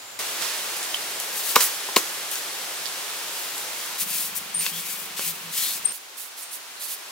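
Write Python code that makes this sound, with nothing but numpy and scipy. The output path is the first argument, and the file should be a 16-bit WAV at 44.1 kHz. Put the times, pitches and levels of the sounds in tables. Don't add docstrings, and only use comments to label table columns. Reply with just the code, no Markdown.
import sys
import numpy as np
from scipy import signal
from scipy.fft import rfft, irfft, next_fast_len
from scipy.io import wavfile

SR = 44100
rng = np.random.default_rng(int(sys.argv[2]) if len(sys.argv) > 2 else 0)


def wav_record(signal):
    frames = np.transpose(np.atleast_2d(signal))
    bounded = np.clip(frames, -1, 1)
    quanta = np.round(bounded * 32767).astype(np.int16)
    wavfile.write(sys.argv[1], SR, quanta)


N = 313551

# (frequency [Hz], likeness [0-1])
WIDE_LIKENESS = [(100, 1), (400, 0.9), (1200, 0.49), (3200, 0.43), (7000, 0.19), (14000, 0.074)]
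NEAR_LIKENESS = [(200, 0.82), (1200, 1), (3200, 0.94), (7000, 0.62), (14000, 0.59)]
# (frequency [Hz], lead [radians])
LEFT_LEAD = [(100, .05), (400, 0.34), (1200, 0.56), (3200, 0.82), (7000, 0.85), (13000, 0.62)]
# (frequency [Hz], level [dB])
RASP_TONE = [(30, -60), (300, -26), (1200, -14), (2000, -7), (2600, -4), (4200, 0), (5600, 0), (8300, 2),
             (11000, 2.5), (15500, 2)]
CRUNCH_TONE = [(30, -56), (150, -15), (500, -10), (1200, 1), (2500, 0), (4000, 1.5), (5800, 3), (9000, 0.5),
               (15500, -2.5)]


def hands():
    # (start [s], length [s], hardest push [0-1 of the stroke], level [dB],
    # left over right [dB], brightness [dB per octave])
    strokes = [(1.32, .11, .62, -30, 3, 0.5), (1.418, .14, .6, -27.5, 5, 1),
               (1.617, 0.067, 0.13, -20.5, 0, 10), (2.306, 0.1, 0.16, -32.5, 5, 0),
               (3.3, .23, 0.4, -37, 2, -.5), (3.52, .14, .45, -39, 1, 3), (3.7, .22, .5, -40, 3, 4),
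               (3.976, .072, 0.56, -25.5, 2.5, 0), (4.055, 0.26, 0.47, -26.5, 2.5, 1),
               (4.345, 0.049, .48, -27, 8.5, 7), (4.584, 0.14, 0.45, -28, 4.5, -0.5),
               (4.716, 0.13, .55, -31.5, 2.5, -0.5), (4.821, .15, 0.6, -31, 4, 0.5),
               (4.952, 0.12, 0.4, -35.5, 4, 5), (5.163, .06, 0.3, -31, 5, -2),
               (5.195, 0.13, 0.6, -26.3, 3, .5), (5.34, .04, .45, -41.5, 1.5, 5),
               (5.407, .09, .25, -43.5, 1, 7), (5.51, .29, 0.38, -25, 3, -.5),
               (5.92, .068, 0.23, -35.5, -4, 1.5), (6.165, .13, 0.15, -36, -5, 1.5),
               (6.364, 0.1, 0.3, -37, -3, -0.5), (6.508, 0.072, 0.5, -33.2, -4, 2),
               (6.793, .086, 0.6, -33, -6, 0.5), (6.862, 0.096, .68, -31, -2, 0)]
    # (start [s], length [s], first pitch [Hz], last pitch [Hz], width [Hz], level [dB])
    palm_rings = [(4.09, 0.17, 2440, 2500, 600, -44.5), (4.579, 0.14, 2430, 2540, 800, -39),
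                  (4.705, .135, 3120, 3520, 450, -40.5), (4.801, 0.2, 2330, 2450, 550, -45.5),
                  (5.157, .16, 2490, 2450, 800, -40.5), (5.539, 0.2, 3000, 3680, 650, -37),
                  (5.595, .16, 4130, 4320, 330, -36.8), (6.747, 0.12, 4000, 4300, 600, -47)]
    fine_sand_from_s, squeak_db = 5.9, -9
    out = np.zeros((2, N))
    for start, length, hardest, db, pan_db, bright in strokes:
        along = clock(length) / length
        size = len(along)
        arc = np.interp(along, [0, np.clip(hardest, .05, .95), 1], [0, .5, 1])
        push = np.sin(np.pi * arc) ** 0.65
        sand = grains(size, per_s=7000, spread_db=-0.5, share=0.49)
        rasp = stereo(sand, RASP_TONE, NEAR_LIKENESS, focus=0.91)
        rasp = brighten(rasp, bright + 1.2 * (along - .5))
        if start > fine_sand_from_s:
            rasp = rasp + gain_of(squeak_db) * sing(size, hz=11000, width=600)
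        flutter_db = 1.1 * wander(size, rate_hz=50)
        add(out, start, rasp * push * gain_of(db + flutter_db) * panned(pan_db))
    for start, length, first_hz, last_hz, width, db in palm_rings:
        size = round(length * SR)
        ring = sing(size, np.linspace(first_hz, last_hz, size), width)
        add(out, start, gain_of(db) * ring * fade(size, 0.038))
    return out


def sing(size, hz, width):
    slip = stereo(rng.standard_normal((2, size)), RASP_TONE, NEAR_LIKENESS)
    return normalize(resonate(resonate(slip, hz, width), hz, width))


def bamboo():
    # (time [s], level [dB], rise [s], left over right [dB])
    cracks = [(0.9434, -22, 0.00055, 2), (1.5548, -18, 0.00096, 4), (1.5576, -6, 0.0016, 2),
              (1.5629, -18, 0.00099, -3), (1.9612, -14, 0.0008, 7), (1.964, -9, 0.0015, 2),
              (5.1932, -23.5, 0.00084, -2)]
    # (frequency [Hz], level [dB])
    crack_tone = [(30, -50), (120, -34), (350, -16), (700, -7.5), (1300, 4), (1900, -5.5), (2800, 1.5),
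                  (3400, -6), (4200, 0), (6300, -3), (9000, -8.5), (15500, -9)]
    # (time [s], level [dB], pitch [factor], hardness [Hz])
    pole_blows = [(1.5585, -18, 1.0, 4000), (1.5634, -1.5, 0.96, 2500), (1.888, -22.5, 0.81, 1500),
                  (4.6645, -31, 0.9, 4000)]
    stake_blows = [(1.9615, -16.5, 0.87, 5000), (1.9643, -9.5, 1.02, 8000), (1.9672, -1.5, 1.046, 750),
                   (5.193, -18.5, 1.08, 1000)]
    # (pitch [Hz], level [dB], time to fade by 60 dB [s])
    pole_notes = [(280, -15, 0.031), (513, -3.5, 0.024), (1163, 5.5, 0.015), (1040, -19, 0.15),
                  (1243, -10.5, 0.059), (1490, -11, 0.031), (2280, -7, 0.026), (3020, -6, 0.016),
                  (4090, -4, 0.024), (6300, -5, .012)]
    stake_notes = [(236, -15, 0.037), (320, -9.5, 0.021), (415, 3, 0.012), (483, -9, 0.027),
                   (1025, 3.5, 0.014), (2120, -15, 0.018), (2765, 2, 0.019), (4150, 5.5, 0.018),
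                   (5800, -12, .012)]
    out, t = np.zeros((2, N)), np.arange(8192) / SR
    for start, db, rise_s, pan_db in cracks:
        burst = stereo(rng.standard_normal((2, len(t))), crack_tone, NEAR_LIKENESS)
        snap = (t / rise_s) * np.exp(1 - t / rise_s)
        add(out, start, gain_of(db) * burst * snap * panned(pan_db))
    for blows, notes in (pole_blows, pole_notes), (stake_blows, stake_notes):
        for start, db, pitch, hard_hz in blows:
            for hz, note_db, ring_s in notes:
                level = gain_of(db + note_db) / np.hypot(1, (hz * pitch / hard_hz) ** 2)
                swell = 1 - np.exp(-hz * t)
                lead = np.array([[0], [1]]) * look_up(LEFT_LEAD, hz)
                wave = np.sin(2 * np.pi * hz * pitch * t - lead)
                add(out, start, level * swell * gain_of(-60 * t / ring_s) * wave)
    bass_cut = signal.butter(2, 150, "high", fs=SR, output="sos")
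    return signal.sosfilt(bass_cut, out)


def crackles():
    # (start [s], rise [s], level [dB], fall [dB per s], left over right [dB], brightness [dB per octave])
    bursts = [(.19, 0.0018, -31.5, 400, 0, 1), (.402, 0.019, -31.5, 70, -7, -2.5),
              (1.44, .06, -38, 110, -5, -1), (1.565, .002, -23.5, 102, 5.5, 0),
              (1.601, 0.0071, -17.3, 380, -4, .3), (1.967, 0.0079, -19.5, 520, 4, 1)]
    trickle_db, trickle_fall_db_per_s = -14, 88
    out, t = np.zeros((2, N)), clock(.5)
    for start, rise_s, db, fall_db_per_s, pan_db, bright in bursts:
        since_peak = np.maximum(t - rise_s, 0)
        rush = gain_of(-fall_db_per_s * since_peak) * panned(pan_db)
        trickle = gain_of(trickle_db - trickle_fall_db_per_s * since_peak) * panned(-12)
        level = gain_of(db) * np.minimum(t / rise_s, 1) * np.hypot(rush, trickle)
        coarse = grains(len(t), per_s=5500, spread_db=1.5, share=0.51)
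        crunch = stereo(coarse, CRUNCH_TONE, WIDE_LIKENESS, focus=1.8)
        add(out, start, brighten(crunch, bright) * level)
    return out


def clicks():
    # (time [s], level [dB], pitch [Hz], width [Hz], left over right [dB])
    taps = [(.578, -32, 10000, 6000, 0), (.767, -30, 10000, 6000, 0), (.829, -27.5, 7000, 5000, -6),
            (0.9428, -19.5, 3080, 330, 0), (1.2, -24.5, 11000, 7000, 2), (1.492, -27, 8000, 9000, 0),
            (2.314, -26, 12000, 7000, 4), (2.356, -26, 7000, 12000, 1), (2.8563, -27, 4140, 4500, -9),
            (2.864, -32.5, 4200, 3500, -11), (3.58, -28, 10000, 9000, 0), (4.6642, -20.5, 3320, 3500, -2),
            (5.057, -35, 12000, 7000, -1)]
    out, t = np.zeros((2, N)), np.arange(2048) / SR
    for start, db, hz, width, pan_db in taps:
        crunch = stereo(rng.standard_normal((2, len(t))), CRUNCH_TONE, NEAR_LIKENESS) * np.exp(-t / .002)
        ring = resonate(resonate(crunch, hz, width), hz, width)
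        add(out, start, gain_of(db) * ring / np.std(ring[:, :160]) * panned(pan_db))
    return out


def small_bird():
    # (start [s], length [s], pitch [Hz], slide [Hz per s], level [dB], accent [dB],
    # left over right during the accent [dB])
    trills = [(4.541, 0.095, 8960, -400, -25.5, 3, 4), (5.72, .08, 5100, 600, -47, 0, 0),
              (5.844, 0.083, 8740, 500, -29.5, 11, 11), (5.866, 0.065, 5190, 1500, -45, -2, 0),
              (6.425, .1, 8615, 0, -46, 7, -4)]
    accent_at_s, accent_width_s, fall_db_per_s = .015, 0.01, 21
    out = np.zeros((2, N))
    for start, length, hz, slide, db, accent_db, pan_db in trills:
        t = clock(length)
        size = len(t)
        accent = np.exp(-((t - accent_at_s) / accent_width_s) ** 2)
        level = gain_of(db + accent_db * accent - fall_db_per_s * t) * fade(size, .004)
        pitch_hz = hz + slide * t + 45 * wander(size, rate_hz=210)
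        whistle = np.exp(2j * np.pi * np.cumsum(pitch_hz) / SR)
        echoes = np.array([wander(size, 190) + 1j * wander(size, 110) for side in range(2)])
        trill = normalize((whistle * (1 + 0.71 * echoes)).real)
        add(out, start, level * trill * panned(pan_db * accent))
    return out


def large_bird():
    # (time [s], level [dB])
    hoots = [(4.535, -50), (4.705, -49), (5.24, -49.5), (5.42, -52)]
    pitch_hz = 167
    out, t = np.zeros((2, N)), clock(.115)
    hoot = normalize(np.sin(2 * np.pi * pitch_hz * t) * fade(len(t), 0.033))
    for start, db in hoots:
        add(out, start, gain_of(db) * hoot)
    return out


def engine():
    start_s, end_s, firings_per_s = 3.975, 5.925, 23
    level_db, fall_db_per_s = -55.5, 2
    out, t = np.zeros((2, N)), clock(end_s - start_s)
    surge_db = 4.5 * np.exp(-((t - 0.11) / .09) ** 2)
    level = gain_of(level_db - fall_db_per_s * t + surge_db)
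    cycles = np.cumsum(firings_per_s * (1 + 0.019 * wander(len(t), rate_hz=10))) / SR
    firings = np.diff(np.floor(cycles), prepend=0) * gain_of(wander(len(t), rate_hz=23))
    boom = resonate(resonate(firings, hz=182, width=47), hz=181, width=73)
    add(out, start_s, level * normalize(boom) * fade(len(t), .01))
    return out


def forest():
    # (start [s], level it drifts toward [dB], extra at the start [dB], share from the front [0-1])
    stretches = [(0, -42, 0, .5), (.19, -33.5, 2.9, 1.0), (3.975, -39, 2.5, 0.81), (5.925, -37, -8, .53)]
    # (frequency [Hz], level [dB])
    tones = [
        [(40, -47), (103, -11), (200, -17), (400, -8.5), (1100, -2.5), (2000, -5), (4000, -5.5), (6600, -9.5),
         (7250, 2), (7900, -11), (15500, -14)],
        [(18, -66), (30, -34), (130, -19), (173, -10.5), (249, -13.5), (332, -5), (479, -2), (532, -2),
         (996, 0), (1110, 0), (1720, 0), (2180, 0), (3400, 0.5), (8950, -3), (15500, -7.5)],
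        [(24, -58), (40, -42), (91, -13.5), (192, -10), (472, -3.5), (606, -5.5), (758, -2.5), (838, -3),
         (998, -0.5), (1520, -1), (1680, -1.5), (2640, 0.5), (15500, -9)],
        [(30, -40), (80, -27.5), (170, -19), (370, -9), (600, -5.5), (1000, -2.5), (1600, -3.5), (3000, -3.5),
         (4900, -5), (9000, -8), (15500, -14)],
    ]
    settle_s = 1.6
    out, ends = np.zeros((2, N)), [row[0] for row in stretches[1:]] + [N / SR]
    for (start, db, extra_db, focus), end, tone in zip(stretches, ends, tones):
        t = clock(end - start)
        rustle = grains(len(t), per_s=4000, spread_db=1.7, share=0.092)
        leaves = stereo(rustle, tone, WIDE_LIKENESS, focus)
        level_db = db + extra_db * np.exp(-t / settle_s) + 0.19 * wander(len(t), rate_hz=48)
        add(out, start, leaves * gain_of(level_db))
    return out


def clearing_echo(sound):
    # (frequency [Hz], level [dB])
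    echo_tone = [(60, -20), (400, 4), (1200, -5), (4000, -0.5), (12000, 1.5)]
    # (frequency [Hz], time to fade by 60 dB [s])
    fade_times = [(150, 0.34), (1000, 0.15), (4000, 0.14), (15000, 0.5)]
    scatter = stereo(rng.standard_normal((2, SR // 2)), echo_tone, WIDE_LIKENESS, focus=2.0)
    hz, t, bands = signal.stft(scatter, SR, nperseg=256)
    decay = gain_of(-60 * t / look_up(fade_times, hz)[:, None])
    tail = signal.istft(bands * decay, SR, nperseg=256)[1]
    tail *= 1 + 0.83 * np.exp(-np.arange(tail.shape[1]) / SR / 0.023)
    tail[:, :200] = 0
    return signal.fftconvolve(sound, tail / np.linalg.norm(tail[0]), axes=1)[:, :N]


def grains(size, per_s, spread_db, share):
    ticks = (rng.random((2, size)) < per_s / SR) * rng.choice([-1, 1], (2, size))
    ticks = ticks * gain_of(spread_db * np.minimum(rng.exponential(1, (2, size)), 4))
    return np.sqrt(share) * normalize(ticks) + np.sqrt(1 - share) * rng.standard_normal((2, size))


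def stereo(pair, tone, likeness, focus=1):
    size = next_fast_len(pair.shape[1] + 512)
    hz = np.fft.rfftfreq(size, 1 / SR)
    first, second = rfft(pair, size)
    same = np.clip(focus * look_up(likeness, hz), 0, 1)
    common, apart = np.sqrt((1 + same) / 2) * first, np.sqrt((1 - same) / 2) * second
    right_lag = np.exp(-1j * look_up(LEFT_LEAD, hz))
    sides = np.array([common + apart, (common - apart) * right_lag])
    out = irfft(sides * gain_of(look_up(tone, hz)), size)[:, :pair.shape[1]]
    return out / np.std(out.mean(0))


def brighten(sound, db_per_octave):
    body = signal.sosfiltfilt(signal.butter(2, 6000, fs=SR, output="sos"), sound)
    return sound + body * (gain_of(-2 * db_per_octave) - 1)


def resonate(sound, hz, width):
    spin = np.exp(2j * np.pi * np.cumsum(hz * np.ones(sound.shape[-1])) / SR)
    decay = np.exp(-np.pi * width / SR)
    return 2 * (spin * signal.lfilter([1 - decay], [1, -decay], sound / spin)).real


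def wander(size, rate_hz):
    count = next_fast_len(size + SR // 4)
    smooth = np.exp(-(np.fft.rfftfreq(count, 1 / SR) / rate_hz) ** 2)
    return normalize(irfft(rfft(rng.standard_normal(count)) * smooth, count))[:size]


def fade(size, seconds):
    return signal.windows.tukey(size, min(2 * seconds * SR / size, 1))


def clock(seconds):
    return np.arange(round(seconds * SR)) / SR


def gain_of(db):
    return 10 ** (np.asarray(db) / 20)


def normalize(sound):
    return sound / np.sqrt(np.mean(sound ** 2) + 1e-20)


def look_up(table, hz):
    row_hz, values = np.transpose(table)
    return np.interp(np.log(hz + 1), np.log(row_hz + 1), values)


def panned(pan_db):
    return gain_of(np.array([[.5], [-.5]]) * pan_db)


def add(mix, start_s, sound):
    part = mix[:, max(round(start_s * SR), 0):][:, :sound.shape[-1]]
    part += sound[..., :part.shape[1]]


def scene():
    knocks, ticks, strokes = bamboo(), clicks(), hands()
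    echoes = clearing_echo(gain_of(-10) * knocks + ticks + gain_of(-9) * strokes)
    work = strokes + knocks + ticks + echoes
    return work + forest() + crackles() + small_bird() + large_bird() + engine()


def record(dry):
    top_hz = 15850
    treble_cut = signal.firwin(511, top_hz, window=("kaiser", 9), fs=SR)
    return signal.oaconvolve(np.clip(dry, -1, 1), treble_cut[None], "same")


dry = scene()
out = record(dry)
wav_record(out)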